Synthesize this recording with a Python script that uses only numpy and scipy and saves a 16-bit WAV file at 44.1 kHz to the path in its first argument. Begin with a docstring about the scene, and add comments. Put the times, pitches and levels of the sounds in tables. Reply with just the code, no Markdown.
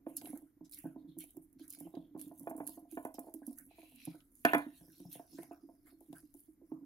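"""A hamster gnaws a walnut shell in a plastic tub, then flips it over and walks around it.
Shell and paws knock the tub floor, a bank of damped modes that rings dully. Teeth and claws click
in short noise bursts and scratch in swells of tiny slips; the overturned shell slides on its
resonant rim. Two small microphones above the tub add hiss to low room rumble and a faint whine."""
import sys
import numpy as np
from scipy import signal
from scipy.fft import rfft, irfft
from scipy.io import wavfile
from scipy.ndimage import uniform_filter1d

SR = 44100
rng = np.random.default_rng(int(sys.argv[2]) if len(sys.argv) > 2 else 0)


def transcribe(u):
    """Save the signal u as a 16-bit wav file named by the first command-line argument.

    u: samples, shape (n,) or (channels, n), limited to [-1, 1]; the rate is SR.
    q: integer samples, one column per channel.
    """
    v = np.clip(np.atleast_2d(u).T, -1, 1)
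    q = np.round(v * 32767).astype(np.int16)
    wavfile.write(sys.argv[1], SR, q)


N = 302085

# Relative spectrum of the bright part of clicks and scuffs.
# Each row: frequency in Hz, density in dB per Hz.
BRIGHT_SPECTRUM = [(3530, -44), (6000, -16), (8530, -9.5), (10500, 3), (12500, -1), (15600, -8),
                   (16200, -18.5), (16500, -21)]

WHINE_HZ, WHINE_DB = 13530, -88  # a faint steady electrical whine
ROOM_DB = -74  # RMS of rumble and hiss
EDGE_HZ = 16000  # top of the recorder's band

GNAW_END_S = 3.65  # gnawing stops, the animal scuffs about
BITE_RISE, SCUFF_RISE = 0.29, 0.54  # rise as a share of the fall: teeth dig in fast, paws brush evenly
FALL_SHAPE = 1.37  # 1 = dies away like a ring, 2 = bell-shaped
RASP_WIDTH, RASP_SINK = 0.85, 0.027  # width, and drop in pitch per fall time, as shares of the centre
FAINT_DB, FAINT_WIDTH = -77, 0.34  # scrapes below this level have a narrower, more pitched rasp
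BRIGHT_PAN_DB, RASP_PAN_DB = -3.5, -1  # left-right

MAIN_HZ = 293  # reference pitch of the main ring
DETUNE = .018  # random share by which each blow shifts the middle and upper rings
CONTACT_S = 0.0012  # time constant with which every touch passes into the plastic
RING_DB = -12.5  # how much of a blow the floor radiates
# the upper ring: dB at level 0 and hardness 0, dB per dB of hardness, dB per dB of level
UPPER_DB, UPPER_PER_HARD, UPPER_PER_LEVEL = 13.5, 1.68, 1
BRIGHTEN_DB = 0.2528  # per dB of level: strong blows reach the top of the middle ring
CHATTER_S, CHATTER_DB, CHATTER_FADE_DB = .09, -15, -30  # length, start and fade of the bounces


def amp(db):
    """Decibels to a linear factor."""
    return 10 ** (np.asarray(db) / 20)


def evened(x):
    """Scales to an RMS of 1."""
    return x / np.sqrt(np.mean(x ** 2) + 1e-20)


def read(points, hz):
    """Reads a curve of (Hz, value) points along a logarithmic frequency axis."""
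    f, value = np.transpose(points)
    return np.interp(np.log(hz + 1), np.log(f + 1), value)


def curves(rows):
    """Draws each column as a curve over the whole scene; the first column is time in seconds."""
    s, *columns = np.transpose(rows)
    return [np.interp(np.arange(N) / SR, s, column) for column in columns]


def panned(db):
    """Left and right factors that differ by db."""
    return amp(db * np.array([[.5], [-.5]]))


def colour(x, spectrum):
    """Minimum-phase filter of energy 1 with the given spectrum."""
    level_db = read(spectrum, abs(np.fft.fftfreq(4096, 1 / SR)))
    log_gain = np.log(amp(np.maximum(level_db, -100)))
    taps = np.fft.ifft(np.exp(np.conj(signal.hilbert(log_gain)))).real[:2048]
    return signal.oaconvolve(x, taps[None] / np.linalg.norm(taps), axes=1)[:, :N]


def grains(per_s, spread_db):
    """Sparse clicks of random sign, a few of them large."""
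    size = amp(spread_db * np.minimum(rng.exponential(1, N), 5)) * rng.choice([-1, 1], N)
    return evened(size * (rng.random(N) < per_s / SR))


def resonate(x, hz, width):
    """One resonance on a moving pitch: shifts the curve hz down to zero, smooths, and shifts back."""
    turn = np.exp(2j * np.pi * np.cumsum(hz) / SR)
    r = np.exp(-np.pi * width / SR)
    return 2 * (turn * signal.lfilter([1 - r], [1, -r], x / turn)).real


def mottled(x, patchy_db):
    """Random level changes in patches across time and frequency give an uneven, mottled noise."""
    z = signal.stft(x, nperseg=256, noverlap=192)[2]
    patches = rng.standard_normal(z.shape[1:])
    patches = uniform_filter1d(patches, 2, 0)  # across frequency
    patches = uniform_filter1d(patches, 30, 1)  # across time
    z = z * amp(patchy_db * evened(patches))
    return signal.istft(z, nperseg=256, noverlap=192)[1][:, :N]


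def walls(x, t60, wet_db, alike=0):
    """Dense reflections off the tub walls; alike is the share that both microphones hear the same."""
    t = np.arange(SR // 4) / SR
    tail = rng.standard_normal((2, len(t))) * amp(-60 * t / t60) * (t > .0007)
    alike = min(alike, 1)
    tail[1] = alike * tail[0] + np.sqrt(1 - alike ** 2) * tail[1]
    reflections = signal.oaconvolve(x, tail / np.linalg.norm(tail[0]), axes=1)[:, :N]
    return x + amp(wet_db) * reflections


def room():
    """Low room rumble and microphone hiss as shaped noise, with a sine for the whine."""
    # Relative noise spectrum. Each row: frequency in Hz, density in dB per Hz.
    noise_spectrum = [(12, -49), (20, 1), (104, -2.5), (182, -14.5), (293, 2.5), (542, -27), (642, -25.5),
                      (2200, -28), (2750, -40), (7110, -35.5), (8410, -46.5), (10500, -25.5),
                      (16000, -47.5)]
    # Left-right likeness of the noise. 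Each row: frequency in Hz, likeness from 0 to 1.
    likeness = [(30, 1), (300, 0.73), (1000, 0.17), (3000, 0)]
    hz = np.fft.rfftfreq(N, 1 / SR)
    left, other = rfft(rng.standard_normal((2, N)))
    same = np.clip(read(likeness, hz), 0, 1)
    right = same * left + np.sqrt(1 - same ** 2) * other
    noise = irfft(amp(read(noise_spectrum, hz)) * np.array([left, right]), N)
    whine = amp(WHINE_DB) * np.sin(2 * np.pi * WHINE_HZ * np.arange(N) / SR)
    return amp(ROOM_DB) * evened(noise) + whine


def slide():
    """Fine stick and slip rings two resonances of the hollow shell and a broad body; the lower one sinks."""
    # The overturned shell slides on its rim.
    # Each row: time in seconds, relative level in dB, lower rim resonance in Hz.
    path = [(3.68, -100, 2630), (3.71, -73.5, 2580), (3.78, -73.5, 2390), (3.84, -69.5, 2540),
            (3.93, -79, 2830), (4.0, -67, 2600), (4.07, -68, 2500), (4.15, -79, 2280), (4.22, -100, 1960)]
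    level_db, hz = curves(path)
    slips = grains(2200, 7.8) + 1.56 * rng.standard_normal((2, N))
    upper_hz = 3850 + 0.16 * (hz - hz.mean())
    body_hz = np.full(N, 3150)
    rim = evened(resonate(resonate(slips, hz, 620), hz, 620))
    rim += 0.42 * evened(resonate(resonate(slips, upper_hz, 300), upper_hz, 300))
    body = evened(resonate(resonate(slips, body_hz, 1500), body_hz, 1500))
    audible = level_db > -99
    return amp(level_db) * audible * (rim + 0.68 * body)


def scratch():
    """Each scuff is a swell of tiny slips and hiss: a bright part and a duller rasp whose pitch sinks."""
    # Scrapes of teeth and scuffs through the shavings. Each row: peak in seconds, fall in seconds,
    # relative level in dB, dull rasp against it in dB, rasp centre in Hz.
    scuffs = [(0.094, 0.074, -68, -14, 2200), (0.172, 0.021, -53.5, -4, 5350),
              (0.248, 0.092, -60, -16, 3000), (.27, 0.042, -76, 6.5, 1950),
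              (0.359, 0.034, -73.5, 0.5, 1510), (.47, 0.029, -89, 5, 1430), (0.652, 0.026, -77, 2, 5330),
              (0.733, 0.04, -60.5, -7, 4500), (0.789, 0.078, -65.5, -8.5, 2260),
              (.86, 0.043, -93, 23.5, 1550), (0.994, 0.036, -88, 3.5, 3980), (1.093, 0.046, -84.5, 6, 3620),
              (1.196, 0.044, -61.5, -29, 5000), (1.208, 0.027, -57, -4.5, 3070),
              (1.289, 0.038, -74, -10.5, 2970), (1.331, 0.15, -81, -23, 3120),
              (1.425, 0.019, -72, -38, 4020), (1.602, 0.039, -77, 7, 3770),
              (1.634, 0.039, -70.5, -4.5, 1720), (1.72, 0.081, -69.5, -2, 4830),
              (1.74, 0.04, -78.5, 5, 2360), (1.801, 0.096, -69, -11, 2840), (1.96, 0.088, -88, 11, 3490),
              (2.203, 0.062, -59, -14.5, 3430), (2.39, 0.13, -68, -25, 3180), (2.412, 0.042, -99, 12, 2100),
              (2.498, 0.0089, -55, -26, 4160), (2.64, 0.015, -100, 11, 2530),
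              (2.745, 0.027, -102, 14, 1920), (2.585, 0.055, -66, -38, 5000),
              (2.686, 0.069, -58.5, -15, 4540), (2.929, 0.096, -64.5, -14.5, 3180),
              (3.061, 0.06, -72.5, -37, 4900), (3.147, 0.018, -66.5, 1, 5100),
              (3.21, 0.1, -70.5, -16.5, 5130), (3.361, 0.046, -72.5, -16, 5100),
              (3.429, 0.023, -97.5, 19, 1620), (3.48, 0.085, -67.5, -13, 5540),
              (3.584, 0.053, -63, -15, 1687), (3.8, 0.07, -78.5, -10, 6360), (3.93, 0.36, -74.5, -43, 5000),
              (4.048, 0.093, -75, 3, 4300), (4.15, 0.074, -100, 20.5, 1410),
              (4.402, 0.098, -71.5, -10, 6800), (4.483, 0.045, -59, 8.5, 2390),
              (4.577, 0.034, -62, -1, 2110), (4.619, 0.075, -77, 2, 3220), (4.702, 0.097, -93, 17, 1760),
              (4.766, 0.058, -67.5, -7, 3175), (4.91, 0.076, -91, 3, 1640), (4.968, 0.1, -75, -1.5, 3900),
              (4.998, 0.5, -79, -1.5, 5360), (5.128, 0.032, -58, -10, 3950),
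              (5.149, 0.058, -66.5, -4.5, 2740), (5.2, 0.042, -93, 19, 1620),
              (5.354, 0.12, -72.5, -1.5, 4600), (5.388, 0.017, -73.5, 7.5, 1680),
              (5.431, 0.032, -70.5, 0.5, 2090), (5.525, 0.019, -86, 10, 2620),
              (5.534, 0.047, -100.5, 30, 1260), (5.723, 0.12, -88.5, -31, 3930),
              (5.878, 0.035, -69.5, -5, 1660), (5.884, 0.056, -90.5, 8, 4320),
              (6.032, 0.072, -77, -19, 3960), (6.17, 0.12, -76.5, -9, 5000), (6.167, 0.037, -71, 0, 1500),
              (6.389, 0.083, -70, -23, 4360), (6.701, 0.11, -86.5, -8, 5450),
              (6.748, 0.054, -111, 36, 1027)]
    t = np.arange(N) / SR
    slips = grains(1000, 4.5) + .9 * rng.standard_normal((2, N))
    drag = 1.1 * grains(1400, 3.8) + rng.standard_normal((2, N))
    bright, rasp = np.zeros(N), np.zeros((2, N))
    for s, fall, db, rasp_db, hz in scuffs:
        rise = fall * (BITE_RISE if s < GNAW_END_S else SCUFF_RISE)
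        near = slice(max(round((s - 3 * rise) * SR), 0), round((s + 4 * fall) * SR))
        since = t[near] - s
        distance = since / np.where(since < 0, rise, fall)
        swell = amp(db) * np.exp(-(distance ** 2) ** np.where(since < 0, 1, FALL_SHAPE / 2))
        bright[near] += swell
        centre = hz * np.exp(-RASP_SINK * since / fall)
        width = (FAINT_WIDTH if db < FAINT_DB else RASP_WIDTH) * hz
        band = drag[:, near]
        for _ in range(3):
            band = resonate(band, centre, width)
        rasp[:, near] += amp(rasp_db) * swell * evened(band)
    sound = colour(evened(slips) * bright, BRIGHT_SPECTRUM) * panned(BRIGHT_PAN_DB)
    sound = sound + rasp * panned(RASP_PAN_DB)
    return walls(mottled(sound, patchy_db=4.5), .05, -4)


def clicks():
    """Each snap is a burst of noise a few milliseconds long, with a bright and a duller part."""
    # Snaps of teeth and claws.
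    # Each row: start in seconds, relative level in dB, duller body against the snap in dB.
    snaps = [(0.1663, -14, -58), (0.168, -15, -59), (.172, -38, -51), (0.2137, -31, -19.5),
             (0.2563, -34, -15), (0.298, -36, -42), (0.374, -30, -47), (.695, -39, -40), (0.7122, -32, -55),
             (0.721, -28, -57), (0.735, -29, -61), (0.745, -25, -53), (0.774, -43.5, -14),
             (0.787, -25.5, -51), (1.1863, -21, -50), (1.2157, -47, -53), (1.239, -29, -57),
             (1.306, -34.5, -57), (1.3678, -32, -44), (1.528, -44.5, -54), (1.595, -45, -17.5),
             (1.679, -28.5, -49), (1.6967, -33, -52), (1.703, -19, -56), (1.725, -27, -43),
             (1.7347, -27, -32), (1.748, -29.5, -28), (1.803, -26, -62), (1.952, -54, -4),
             (2.194, -30, -33), (2.213, -23, -32), (2.3953, -28.5, -61), (2.495, -41, -39),
             (2.565, -31.5, -60), (2.667, -21, -59), (2.674, -16, -38), (2.693, -25, -43),
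             (2.913, -31.5, -33.5), (2.922, -33.5, -30), (3.05, -26, -44), (3.1418, -27.5, -53),
             (3.1923, -22, -59), (3.3394, -24, -42.5), (3.466, -25, -44), (3.529, -36, -55),
             (3.5852, -25.5, -44), (3.893, -46, -48), (3.95, -43, -47), (3.959, -36.5, -45),
             (4.052, -24, -53), (4.102, -42, -40), (4.204, -63.5, 3.5), (4.353, -36, -45), (4.37, -44, -54),
             (4.45, -11, -15.5), (4.5331, -21, -16), (4.5427, -38, -5), (4.5481, -15.5, -41),
             (4.581, -26, -27), (5.001, -37, -30), (5.1154, -42, -21), (5.132, -29, -32),
             (5.3876, -44, -22), (5.4312, -30, -26.5), (5.869, -55.5, -23), (6.006, -44, -38),
             (6.128, -42, -20), (6.16, -55, -17), (6.34, -40, -39), (6.394, -45, -38)]
    # Relative spectrum of the duller body. Each row: frequency in Hz, density in dB per Hz.
    dull_spectrum = [(760, -47), (1300, -13), (1610, -6), (1860, -15.5), (2280, -12), (3020, -5.5),
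                     (8000, -23.5), (10400, -38), (17600, -120)]
    # Right of centre, then over to the left as the animal walks.
    # Each row: time in seconds, left-right difference in dB.
    pan_path = [(0, -3), (3.6, -9), (4.6, -4), (6.85, 20.5)]
    bright, dull = np.zeros((2, 2, N + SR))
    t = np.arange(400) / SR
    shape = t / 0.0037 * np.exp(1 - t / 0.001)
    bursts = rng.standard_normal((len(snaps), 3, len(t))) * shape
    for (s, db, body_db), (both, left, right) in zip(snaps, bursts):
        pan_db = np.interp(s, *np.transpose(pan_path))
        snap = amp(db) * panned(pan_db) * (both + 1.71 * np.array([left, right]))
        start = round(s * SR)
        bright[:, start:][:, :len(t)] += snap
        dull[:, start:][:, :len(t)] += amp(body_db) * snap
    sound = amp(-15) * colour(bright[:, :N], BRIGHT_SPECTRUM) + colour(dull[:, :N], dull_spectrum)
    return walls(sound, .05, -5)


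def blow_push(db, hardness_db, hz, phase):
    """A smooth push on each mode: a soft blow builds up slowly, and high modes start sooner."""
    rise = np.clip(.002 - 0.00043 * hardness_db - 0.00009 * (db + 5.5), .002, .025)
    rise = rise * np.minimum(330 / hz, 1)[:, None] ** 1.5
    t = np.arange(round(rise.max() * SR) + 1) / SR
    wave = -np.exp(1j * (2 * np.pi * hz[:, None] * t + phase[:, None]))
    return wave * 2 * np.sin(np.pi * np.minimum(t / rise, 1)) ** 2 / (rise * SR)


def tub():
    """Every blow and the patter drive the same modes; each blow shares itself out among them differently."""
    # Blows on the floor: a padded paw booms, the hard shell wakes the middle ring. Each row: start in
    # seconds, relative level in dB, low boom in dB, hardness in dB, main ring in Hz, varying from
    # blow to blow.
    knocks = [(0.064, -27, -26, -10.5, 302), (0.172, -58, -19, -6, 282), (0.215, -41, -43, -2.5, 274),
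              (0.244, -45.5, -18, -3, 297), (0.268, -45, -8, 0, 296), (0.329, -33, -25, -13.5, 264),
              (.36, -50.5, -9, 3, 316), (0.415, -43.5, -7.5, -14, 297), (.606, -40, -6.5, -13.5, 293),
              (0.838, -41, 10.5, -7, 300), (0.851, -27.5, -7, -16, 297), (0.958, -33.5, -14, -13, 292.5),
              (1.069, -42, 2.5, -28, 293.5), (1.163, -31.5, -8, -30.5, 297.3),
              (1.237, -54.5, -6, -2.5, 280), (1.343, -43.5, -15, -25, 315), (1.365, -37, -6, -18.5, 302.5),
              (1.545, -41.5, -8, -44, 283), (1.593, -37.5, -25, -22.5, 300), (1.769, -75, -30, 15, 296),
              (1.805, -37.5, -4, -12, 277), (1.848, -34.5, -3.5, -24, 305), (1.868, -50, -19, 5, 307),
              (1.937, -40, -0.5, -4.5, 336), (1.966, -35, 2, -7.5, 299.5), (2.147, -33.5, -1.5, -11.5, 310),
              (2.16, -32.5, -30, -11.5, 294), (2.313, -44.5, -19, 0, 294), (2.403, -36, -5.5, -19, 294),
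              (2.437, -50, -22, -5, 286), (2.458, -58.5, -16, 3, 300), (2.471, -34, -24, 4.5, 304.4),
              (2.51, -36.5, -23, 2, 286), (2.533, -44, -30, -9, 306), (2.548, -38, -21, -5, 296),
              (2.58, -44.5, -14, 6, 286), (2.602, -37.5, -16, 6, 285), (2.687, -38, -11, -5.5, 296.5),
              (2.772, -39, -25, -4, 303), (2.85, -54, -30, -1, 282), (2.919, -32.5, -27, -27, 298.6),
              (2.971, -31, -15, 0, 294), (3.036, -46, -25.5, -14, 308), (3.05, -29.5, -60, -1, 291),
              (3.142, -47, -18, -0.5, 282), (3.182, -32, -25, -4, 287), (3.24, -42, -33, -9, 304),
              (3.267, -47.5, -40, 2.5, 280), (3.281, -43.5, -43, 1, 314), (3.339, -34, -32, -16, 301),
              (3.416, -43, -12, -5, 275), (3.473, -30, -42, -20.5, 268), (3.51, -55.5, -28, 3.5, 303.5),
              (3.595, -51, -41, -19, 277), (3.709, -60, -34, 5.5, 322), (3.782, -48.5, -31, 1.5, 310),
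              (3.828, -49.5, -33, -1.5, 297.6), (3.919, -68, -30, 10, 259), (4.07, -31, -0.5, -15.5, 286.5),
              (4.143, -44, -31, -4, 297), (4.315, -54.5, -27.5, -23, 253), (4.449, -14.5, -22.5, -2, 281.3),
              (4.5331, -26, -11.5, 9, 293), (4.54, -36, -28, 15, 290), (4.546, -17.5, -10.5, -1, 277.3),
              (4.66, -35, -13, -14, 282.5), (4.808, -61.5, 18, 4.5, 294), (4.834, -47, -16, -14, 301),
              (4.877, -48, 2, -13.5, 302), (4.997, -38.5, -0.5, -19, 322.4), (5.05, -45.5, 12.5, -8, 301),
              (5.153, -44.5, 0, -2.5, 284), (5.195, -47, -22, 6.5, 296), (5.328, -38, -9, -23, 302),
              (5.383, -37, -1, -7, 319), (5.428, -49.5, -12, 3.5, 277), (5.51, -41, -23.5, 1, 312),
              (5.625, -41, -21.5, -34, 309), (5.688, -42, -22, -7, 296.7), (5.87, -65.5, -19, 7, 282.3),
              (5.919, -45.5, -32, -22, 306), (6.008, -48.5, -28, -3, 314), (6.081, -37, -8.5, -44, 279),
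              (6.125, -39.5, 1.5, -4.5, 298.6), (6.228, -43.5, -25, -25, 282),
              (6.341, -42, -45, -19, 311.7), (6.476, -43.5, -22, -31, 295),
              (6.612, -43, -22.5, -15.5, 314.4), (6.715, -29, -9, -15, 297.3)]
    # Paws and the rocking shell keep the floor trembling. Each row: time in seconds, relative level in dB.
    patter = [(0.0, -57.5), (0.27, -48.5), (0.46, -68.5), (1.07, -56), (1.16, -64.5), (1.89, -59.5),
              (1.96, -54), (2.65, -53.5), (2.75, -56), (3.38, -91), (3.53, -58), (4.43, -74), (4.6, -63),
              (6.22, -66), (6.45, -76.5), (6.85, -49.5)]
    # The floor's modes. Each row: frequency in Hz, relative level in dB, decay by 60 dB in seconds.
    modes = [(143, -8.5, 0.26), (170, 1, 0.13), (222.3, -5, 0.026), (273.4, 1.5, 0.12), (295.6, 3.5, 0.058),
             (308, 3, 0.16), (350.3, -5, 0.07), (525, 5, 0.024), (663, -3.5, 0.16), (698.3, 7.5, 0.048),
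             (763.4, 4.5, 0.027), (846.5, -2.5, 0.04), (904.3, -2, 0.048), (1007, -1, 0.042),
             (1126, -2, 0.02), (1242, 4, 0.039), (1425, 7.5, 0.04), (1518, 10, 0.028), (1638, 3.5, 0.039),
             (1727, 11.5, 0.032), (2060, 0.5, 0.061), (2109, 0.5, 0.035), (2390, 2.5, 0.049),
             (2770, -1.5, 0.025), (2870, -8.5, 0.02), (3426, -5.5, 0.024)]
    # Edges in Hz between boom, main, middle and upper rings.
    group_hz = [190, 260, 420, 560, 1050, 1300]
    # How far the sound leads on the left. Each row: frequency in Hz, lead in radians.
    left_lead = [(100, -.1), (400, .15), (860, .6), (1400, 2.2), (2200, 2.5), (3500, 2)]
    # How far the sound leans to the left. Each row: frequency in Hz, left-right difference in dB.
    left_lean = [(100, 2.5), (200, 2), (380, -8), (1300, -0.5), (3500, -6.5)]
    hz, mode_db, t60 = np.transpose(modes)
    force = np.zeros((len(modes), N + SR // 10), complex)
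    chatter = rng.random((len(knocks), 2, 18))
    luck = rng.standard_normal((len(knocks), 2 * len(modes)))
    for (s, db, boom_db, hardness_db, _), draw, (wait, size) in zip(knocks, luck, chatter):
        middle_top_db = hardness_db + BRIGHTEN_DB * (db + 32.5)
        upper_db = UPPER_DB + UPPER_PER_HARD * hardness_db + UPPER_PER_LEVEL * db
        share_db = np.interp(hz, group_hz, [boom_db, 0, 0, hardness_db, middle_top_db, upper_db])
        share_db = share_db + 2.6 * draw[::2]
        push = blow_push(db, hardness_db, hz, .5 * draw[1::2])
        force[:, round(s * SR):][:, :push.shape[1]] += amp(db + share_db)[:, None] * push
        # the shell chatters on in a few light bounces, too quick to move the lowest modes much
        bounce_db = db + share_db[:, None] + CHATTER_DB + CHATTER_FADE_DB * wait - 11 * size
        bounce_db = bounce_db - 9 * (hz[:, None] < group_hz[2])
        bounce_at = np.round((s + .003 + CHATTER_S * wait) * SR).astype(int)
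        force[:, bounce_at] -= amp(bounce_db) * np.exp(7j * size * draw[::-2, None])
    taps = amp(curves(patter)[0]) * grains(200, 4.1)
    tap_db = np.interp(hz, group_hz, [-36.0, -24.5, -23.5, -45, -44.5, -62.0])
    out = np.zeros((2, N))
    # each blow's shift in pitch holds until the next blow
    last = np.maximum(np.searchsorted([row[0] for row in knocks], np.arange(N) / SR) - 1, 0)
    main_bend = np.array([row[4] for row in knocks]) / MAIN_HZ - 1
    for k, f in enumerate(hz):
        bend = main_bend if f < group_hz[2] else DETUNE * luck[:, 2 * k + 1]
        turn = np.exp(2j * np.pi * f * np.cumsum(bend[last]) / SR)
        drive = force[k, :N] + np.roll(taps, 37 * k) * amp(tap_db[k])
        pole = np.exp(2j * np.pi * f / SR) * amp(-60 / (t60[k] * SR))
        soft = np.exp(2j * np.pi * f / SR - 1 / (CONTACT_S * SR))
        ring = signal.lfilter([1 - abs(soft)], np.poly([pole, soft]), drive / turn) * turn
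        ring = -1j * amp(mode_db[k] + RING_DB) * ring
        side = amp(read(left_lean, f) / 2) * np.exp(.5j * read(left_lead, f))
        out += np.array([(ring * side).real, (ring / side).real])
    # the floor's ring keeps out of the deep bass and the treble
    out = signal.sosfilt(signal.butter(2, [95, 4200], "band", fs=SR, output="sos"), out)
    # the upper clatter has a stronger, wider and slightly shorter tail than the bass
    upper = signal.sosfilt(signal.butter(2, 850, "high", fs=SR, output="sos"), out)
    return walls(out - upper, .26, -11.5, alike=.92) + walls(upper, .22, -7.5, alike=.8)


def scene():
    """All layers together."""
    return room() + slide() + scratch() + clicks() + tub()


def record(dry):
    """The band limit of the recorder: a steep low-pass."""
    low_pass = signal.firwin(511, EDGE_HZ, window=("kaiser", 9), fs=SR)
    return signal.oaconvolve(dry, low_pass[None], "same")


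dry = scene()
out = record(dry)
transcribe(out)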